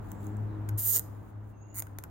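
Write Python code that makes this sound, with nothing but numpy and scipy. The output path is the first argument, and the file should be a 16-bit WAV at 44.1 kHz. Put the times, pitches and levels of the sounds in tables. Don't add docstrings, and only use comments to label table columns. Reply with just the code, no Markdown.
import sys
import numpy as np
from scipy import signal
from scipy.fft import rfft, irfft
from scipy.io import wavfile
from scipy.ndimage import uniform_filter1d

SR = 44100
rng = np.random.default_rng(int(sys.argv[2]) if len(sys.argv) > 2 else 0)


def dump_mix(stems):
    frames = np.atleast_2d(stems).T
    limited = np.clip(frames, -1, 1)
    pcm = np.round(limited * 32767).astype(np.int16)
    wavfile.write(sys.argv[1], SR, pcm)


N = 92610
T = np.arange(N) / SR
HZ = np.fft.rfftfreq(N, 1 / SR)

# [t/s, firing rate/Hz, fundamental level/dB, overtone level/dB]
ENGINE_RUN = [(0, 105, -42.5, -58), (.15, 101.7, -47, -50.5), (.31, 103.8, -36, -46),
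              (.43, 105.5, -31.5, -50.5), (.57, 104.8, -38, -47.5), (.75, 104.7, -30, -49.5),
              (.82, 103.2, -43, -73), (1.04, 103.6, -44.5, -55.5), (1.2, 104.1, -42.5, -65),
              (1.27, 106, -57, -68), (1.37, 104.5, -43, -53.5), (1.55, 105.8, -49.5, -67),
              (1.97, 100.9, -46.5, -60.5), (2.1, 100.3, -55, -65)]
# [multiple of the firing rate, level/dB]
ENGINE_ORDERS = [(2, -4), (3, -3), (4, -13), (5, -24.5)]
# [f/Hz, level/dB]
AIR_SPECTRUM = [(20, -28), (50, -3), (85, -2), (150, -8), (280, -9), (450, -15), (650, -18), (950, -18),
                (1500, -26), (2500, -40), (4500, -52), (16000, -62)]
# [t/s, level/dB]
AIR_LEVEL = [(0, -44.5), (.35, -44), (.74, -44.5), (.85, -52), (1.1, -47.5), (1.6, -53), (1.85, -50.5),
             (2.1, -50)]
# [f/Hz, correlation]
AIR_CORRELATION = [(30, 0.88), (200, 0.66), (400, -0.13), (800, 0.18), (1500, 0.3), (4000, 0.047),
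                   (16000, -0.23)]
# [t/s, level/dB]
RUB_LEVEL = [(0, -70), (.11, -60.5), (.18, -69), (.25, -56), (.31, -67.5), (.55, -72.5), (1.25, -68.5),
             (1.3, -67.5), (1.34, -79.5), (1.43, -77.5), (1.51, -67), (1.54, -82.5), (2.1, -73)]
# [f/Hz, left/dB, right/dB]
RUB_SPECTRUM = [(1523.5, -16, -18), (3730, -7.5, -6.5), (5500, -15, -19.5), (6800, -7.5, 3), (7800, -6, -9),
                (11300, -7, -4), (13900, -3, -2), (15400, 3, -0.5)]
# [t/s, duration/s, f/Hz, width/Hz, level/dB]
HISS_BANDS = [(0.054, 0.33, 7470, 420, -74.5), (0.47, 0.11, 3870, 230, -80)]
# [t/s, level/dB, pan/dB]
TICK_IMPACTS = [(.1175, -19, 2), (.2445, -37, -2), (.2682, -30, -7), (.3692, -34, -4)]
# [t/s, level/dB, pan/dB, knock into the
# tube relative to the snap/dB]
SNAP_IMPACTS = [(0.6891, -23.5, 16, -0.5), (0.6924, -24.5, -10.5, -0.5), (1.8224, -13, 2, -12),
                (1.869, -34.5, 5, 7), (1.9863, -14.5, 1.5, -12.5), (2.0252, -44, 1, -30),
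                (2.038, -18, 5, -4)]
# [f/Hz, left/dB, right/dB]
TICK_COLOUR = [(1500, 1, -12), (4570, -24, -32), (6800, -30, 5), (8900, -12, -5.5), (12000, -9, -7.5),
               (15420, -2.5, -2.5)]
SNAP_COLOUR = [(400, -9, -7), (1400, -7, -6), (2400, -12, -13), (4000, -17, -15), (5200, -17, -10),
               (5900, -17, -12), (6600, -7, 0), (7900, -17, -18), (9000, -4, -9), (10000, -9, -14),
               (11200, -7, -8), (12600, -15, 0), (14200, -13, -7), (15500, -9, -9)]
LOOSE_COLOUR = [(400, -37.5, -25.5), (900, -29, -23), (1320, -24, -30.5), (2070, -29, -34.5),
                (3190, -33.5, -26), (4410, -33.5, -26), (5130, -16.5, -18), (6000, -25, -20.5),
                (6920, -28, -2), (7440, -14, -11), (8300, -11, -11), (10600, -8.5, -13.5),
                (11700, -26.5, 0), (12500, -7.5, -4), (13940, -3, -2.5), (14400, -6.5, -7),
                (15000, -4.5, -7.5)]
TAUT_COLOUR = [(400, -22, -20), (1470, -37, -24.5), (2030, -23, -2), (2500, -56, -30), (4250, -27.5, -24),
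               (5030, -16.5, -13.5), (6230, -49, -18), (6680, -10, 6), (8040, -16.5, -25), (8500, -3, -9),
               (9750, -8, -17), (11200, -9, -10), (12700, -12, -2), (14100, -7, -2), (15580, -1, -7.5)]
# [f/Hz, level/dB, T60/s]
TUBE_MODES = [(560, -8, .03), (900, -5, .035), (1356, 0, .025), (1500, 1, .05), (2055, -7, .025),
              (2610, -12, .015), (3000, -8, .012)]
# [t/s, tooth rate/Hz, level/dB, pan/dB]
LOOSE_PULL = [(0.7759, 252, -20.2, 3.6), (0.781, 302, -10.8, 6.0), (0.796, 361, -9.0, 4.0),
              (0.823, 247, -11.5, 3.1), (0.832, 232, -6.7, 1.2), (0.868, 400, -5.5, -0.1),
              (0.9, 484, -4.8, -2.5), (0.922, 430, -6.3, -1.2), (0.962, 430, -3.5, 1.1),
              (0.977, 137, -2.2, -1.0), (0.983, 117, -7.5, -0.3), (0.997, 145, -4.9, -3.2)]
TAUT_PULL = [(1.7449, 163, -22.6, -1.0), (1.762, 202, -17.7, 0.4), (1.777, 193, -14.7, 0.0),
             (1.784, 229, -11, -0.3), (1.794, 209, -10, 0.0), (1.804, 95, -8.5, 0.8)]
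# [t/s, ring band gain/dB, bite band gain/dB, top resonance f/Hz]
LOOP_RESONANCES = [(.78, 1.5, 4, 12300), (.85, -3, -1, 12800), (.89, 0, -2, 14000), (.918, 1.5, 0, 12450),
                   (.95, 5, 6.5, 13200), (1., 2, 5, 13100)]
# [t/s, level/dB]
TUBE_COUPLING = [(.91, -44), (.955, -28), (1., -21)]
# [t/s, f/Hz, level/dB]
HIGH_GLIDE = [(1.53, 6490, -105), (1.565, 6430, -88.5), (1.625, 6690, -70.5), (1.66, 6460, -76.5),
              (1.715, 6940, -71.5), (1.76, 6540, -67), (1.86, 6840, -110)]
LOW_GLIDE = [(1.51, 2780, -105), (1.54, 2720, -83), (1.585, 2620, -85), (1.65, 2780, -82),
             (1.73, 2830, -84), (1.78, 2860, -110)]
NEAR_DB, NEAR_T60 = -13, [(500, .07), (6800, .075), (15000, .08)]
FAR_DB, FAR_T60 = -20, [(500, .6), (4000, .48), (8000, .32), (15000, .3)]


def amp(db):
    return 10 ** (np.asarray(db) / 20)


def unit(x):
    return x / np.sqrt(np.mean(x ** 2) + 1e-20)


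def curve(table, t=T, column=1):
    table = np.array(table, float)
    return np.interp(t, table[:, 0], table[:, column])


def spectrum(table, hz, column=1):
    table = np.array(table, float)
    return np.interp(np.log(hz + 1), np.log(table[:, 0] + 1), table[:, column])


def pan(db):
    return amp(np.array([db, -db]).reshape(2, -1) / 2)


def add(mix, start_s, sound):
    part = mix[..., max(round(start_s * SR), 0):][..., :sound.shape[-1]]
    part += sound[..., :part.shape[-1]]


def convolve(x, response):
    return signal.fftconvolve(np.atleast_2d(x), np.atleast_2d(response), axes=1)[:, :N]


def noise(gain):
    return unit(irfft(gain * rfft(rng.standard_normal(np.shape(gain)[:-1] + (N,))), N))


def engine(waver_db=3.0, waver_hz=9, half_order_db=-72.5):
    phase = 2 * np.pi * np.cumsum(curve(ENGINE_RUN)) / SR
    slow = np.exp(-(HZ / waver_hz) ** 2)
    overtones = sum(amp(db + waver_db * noise(slow)) * np.sin(order * phase + 2 * np.pi * rng.random())
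                    for order, db in ENGINE_ORDERS)
    overtones *= amp(curve(ENGINE_RUN, column=3))
    firing = amp(curve(ENGINE_RUN, column=2) + 1.55 * noise(slow)) * np.sin(phase)
    half_order = amp(half_order_db + waver_db * noise(slow)) * np.sin(phase / 2)
    return np.sqrt(2) * pan(db=2.5) * (firing + half_order + overtones)


def air():
    left, independent = rfft(rng.standard_normal((2, N)))
    correlation = spectrum(AIR_CORRELATION, HZ)
    right = correlation * left + np.sqrt(1 - correlation ** 2) * independent
    rush = irfft(np.array([left, right]) * amp(spectrum(AIR_SPECTRUM, HZ)), N)
    return amp(curve(AIR_LEVEL)) * unit(rush)


def fingers(grain_db=2, grain_hz=150):
    hiss = noise(amp([spectrum(RUB_SPECTRUM, HZ, ear) for ear in (1, 2)]))
    grain = unit(amp(grain_db * noise(1 / (1 + (HZ / grain_hz) ** 2))))
    return amp(curve(RUB_LEVEL)) * grain * hiss


def hisses():
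    out = np.zeros(N)
    for start, duration, hz, width, db in HISS_BANDS:
        swell = np.sin(np.pi * np.clip((T - start) / duration, 0, 1))
        out += amp(db) * swell * noise(np.exp(-((HZ - hz) / width) ** 2 / 2))
    return pan(db=-3) * out


def rattle():
    return rng.standard_normal((2, 256))


def impact(rattling, fade_s=.0003, hold_s=.0006, spread_s=.0011, chatter_share=.52):
    size = rattling.shape[1]
    t, hz = np.arange(size) / SR, np.fft.rfftfreq(size, 1 / SR)
    group_delay = spread_s * (1 - hz / hz[-1])
    strike = irfft(np.exp(-2j * np.pi * np.cumsum(group_delay) * hz[1]))
    chatter = rattling * np.exp(-np.maximum(t - hold_s, 0) / fade_s)
    chatter /= np.linalg.norm(chatter, axis=1, keepdims=True)
    return np.sqrt(1 - chatter_share) * strike + np.sqrt(chatter_share) * chatter


def click_colour(x, table, size=2048):
    hz = abs(np.fft.fftfreq(size, 1 / SR))
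    log_gain = np.log(amp([spectrum(table, hz, ear) for ear in (1, 2)]))
    log_gain = uniform_filter1d(log_gain, size=21, axis=1, mode="wrap")
    response = np.fft.ifft(np.exp(np.conj(signal.hilbert(log_gain)))).real
    return convolve(x, response / np.sqrt(np.sum(response ** 2) / 2))


def ticks():
    taps = np.zeros((2, N))
    for start, db, pan_db in TICK_IMPACTS:
        add(taps, start, amp(db) * pan(pan_db) * impact(rattle()))
    return click_colour(taps, TICK_COLOUR)


def snaps():
    clicks, knocks = np.zeros((2, 2, N))
    for start, db, pan_db, knock_db in SNAP_IMPACTS:
        add(clicks, start, amp(db) * pan(pan_db) * impact(rattle()))
        add(knocks, start, amp([db + knock_db]))
    return click_colour(clicks, SNAP_COLOUR), knocks


def tube(force):
    t = np.arange(4096) / SR
    ring = sum(amp(db - 60 * t / t60) * np.sin(2 * np.pi * (hz * t + rng.random((2, 1))))
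               for hz, db, t60 in TUBE_MODES)
    return convolve(force, ring / np.linalg.norm(ring, axis=1, keepdims=True))


def pull(table, fade_s, scatter_db=1, jitter_s=.00004, alike=.4):
    moving = (T >= table[0][0]) & (T <= table[-1][0])
    teeth_passed = np.ceil(np.cumsum(curve(table) * moving) / SR)
    out, common = np.zeros((2, N)), rattle()
    for t in T[1:][np.diff(teeth_passed) > 0]:
        db = curve(table, t, column=2) + scatter_db * rng.standard_normal()
        rattling = np.sqrt(alike) * common + np.sqrt(1 - alike) * rattle()
        start = t + jitter_s * rng.standard_normal()
        add(out, start, amp(db) * pan(curve(table, t, column=3)) * impact(rattling, fade_s))
    return out


def resonate(x, hz, width_hz):
    turn = np.exp(2j * np.pi * np.cumsum(hz * np.ones(N)) / SR)
    pole = np.exp(-np.pi * width_hz / SR)
    return 2 * (turn * signal.lfilter([1 - pole], [1, -pole], x / turn + 1e-18)).real


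def shrinking_loop(x, ring_hz=7000, ring_width_hz=2300, bite_hz=3340, bite_width_hz=2540):
    out = x + amp(-1.5) * pan(db=-9) * resonate(x, curve(LOOP_RESONANCES, column=3), width_hz=650)
    for column, hz, width in (1, ring_hz, ring_width_hz), (2, bite_hz, bite_width_hz):
        band = irfft(rfft(x) * np.exp(-((HZ - hz) / width) ** 2), N)
        out += (amp(curve(LOOP_RESONANCES, column=column)) - 1) * band
    return out


def zip_tie(loose_db=-.5, taut_db=2.5, hum_db=20, taut_coupling_db=-20):
    loose = amp(loose_db) * pull(LOOSE_PULL, fade_s=.0011)
    taut = amp(taut_db) * pull(TAUT_PULL, fade_s=.0007)
    clicks, knocks = snaps()
    buzz = shrinking_loop(click_colour(loose, LOOSE_COLOUR)) + click_colour(taut, TAUT_COLOUR)
    pressed = amp(curve(TUBE_COUPLING)) * loose
    hum = amp(hum_db) * resonate(pressed, hz=453, width_hz=26.5)
    return buzz + clicks + hum + tube(knocks + pressed + amp(taut_coupling_db) * taut)


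def whistle(table, width_hz=74, roughness=.45):
    phase = 2 * np.pi * np.cumsum(curve(table, column=1)) / SR
    slow = np.exp(-(HZ / width_hz) ** 2)
    sidebands = noise(slow) * np.sin(phase) + noise(slow) * np.cos(phase)
    return amp(curve(table, column=2)) * unit(np.sin(phase) + roughness * sidebands)


def reflections(x, t60_table):
    hz, t, bands = signal.stft(rng.standard_normal((2, SR)), SR, nperseg=256)
    decay = amp(-60 * t / spectrum(t60_table, hz)[:, None])
    response = signal.istft(bands * decay, SR, nperseg=256)[1]
    response[:, :SR // 1000] = 0
    return convolve(x, response / np.linalg.norm(response, axis=1, keepdims=True))


def scene():
    tie = zip_tie() + ticks()
    whistles = pan(db=-13.5) * whistle(HIGH_GLIDE) + whistle(LOW_GLIDE)
    near = amp(NEAR_DB) * reflections(tie, NEAR_T60)
    far = reflections(amp(FAR_DB) * tie + amp(.5) * whistles, FAR_T60)
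    return tie + whistles + near + far + fingers() + hisses() + engine() + air()


def record(dry):
    low_pass = signal.firwin(401, cutoff=15950, window=("kaiser", 8), fs=SR)
    return signal.oaconvolve(dry, low_pass[None], "same")


dry = scene()
out = record(dry)
dump_mix(out)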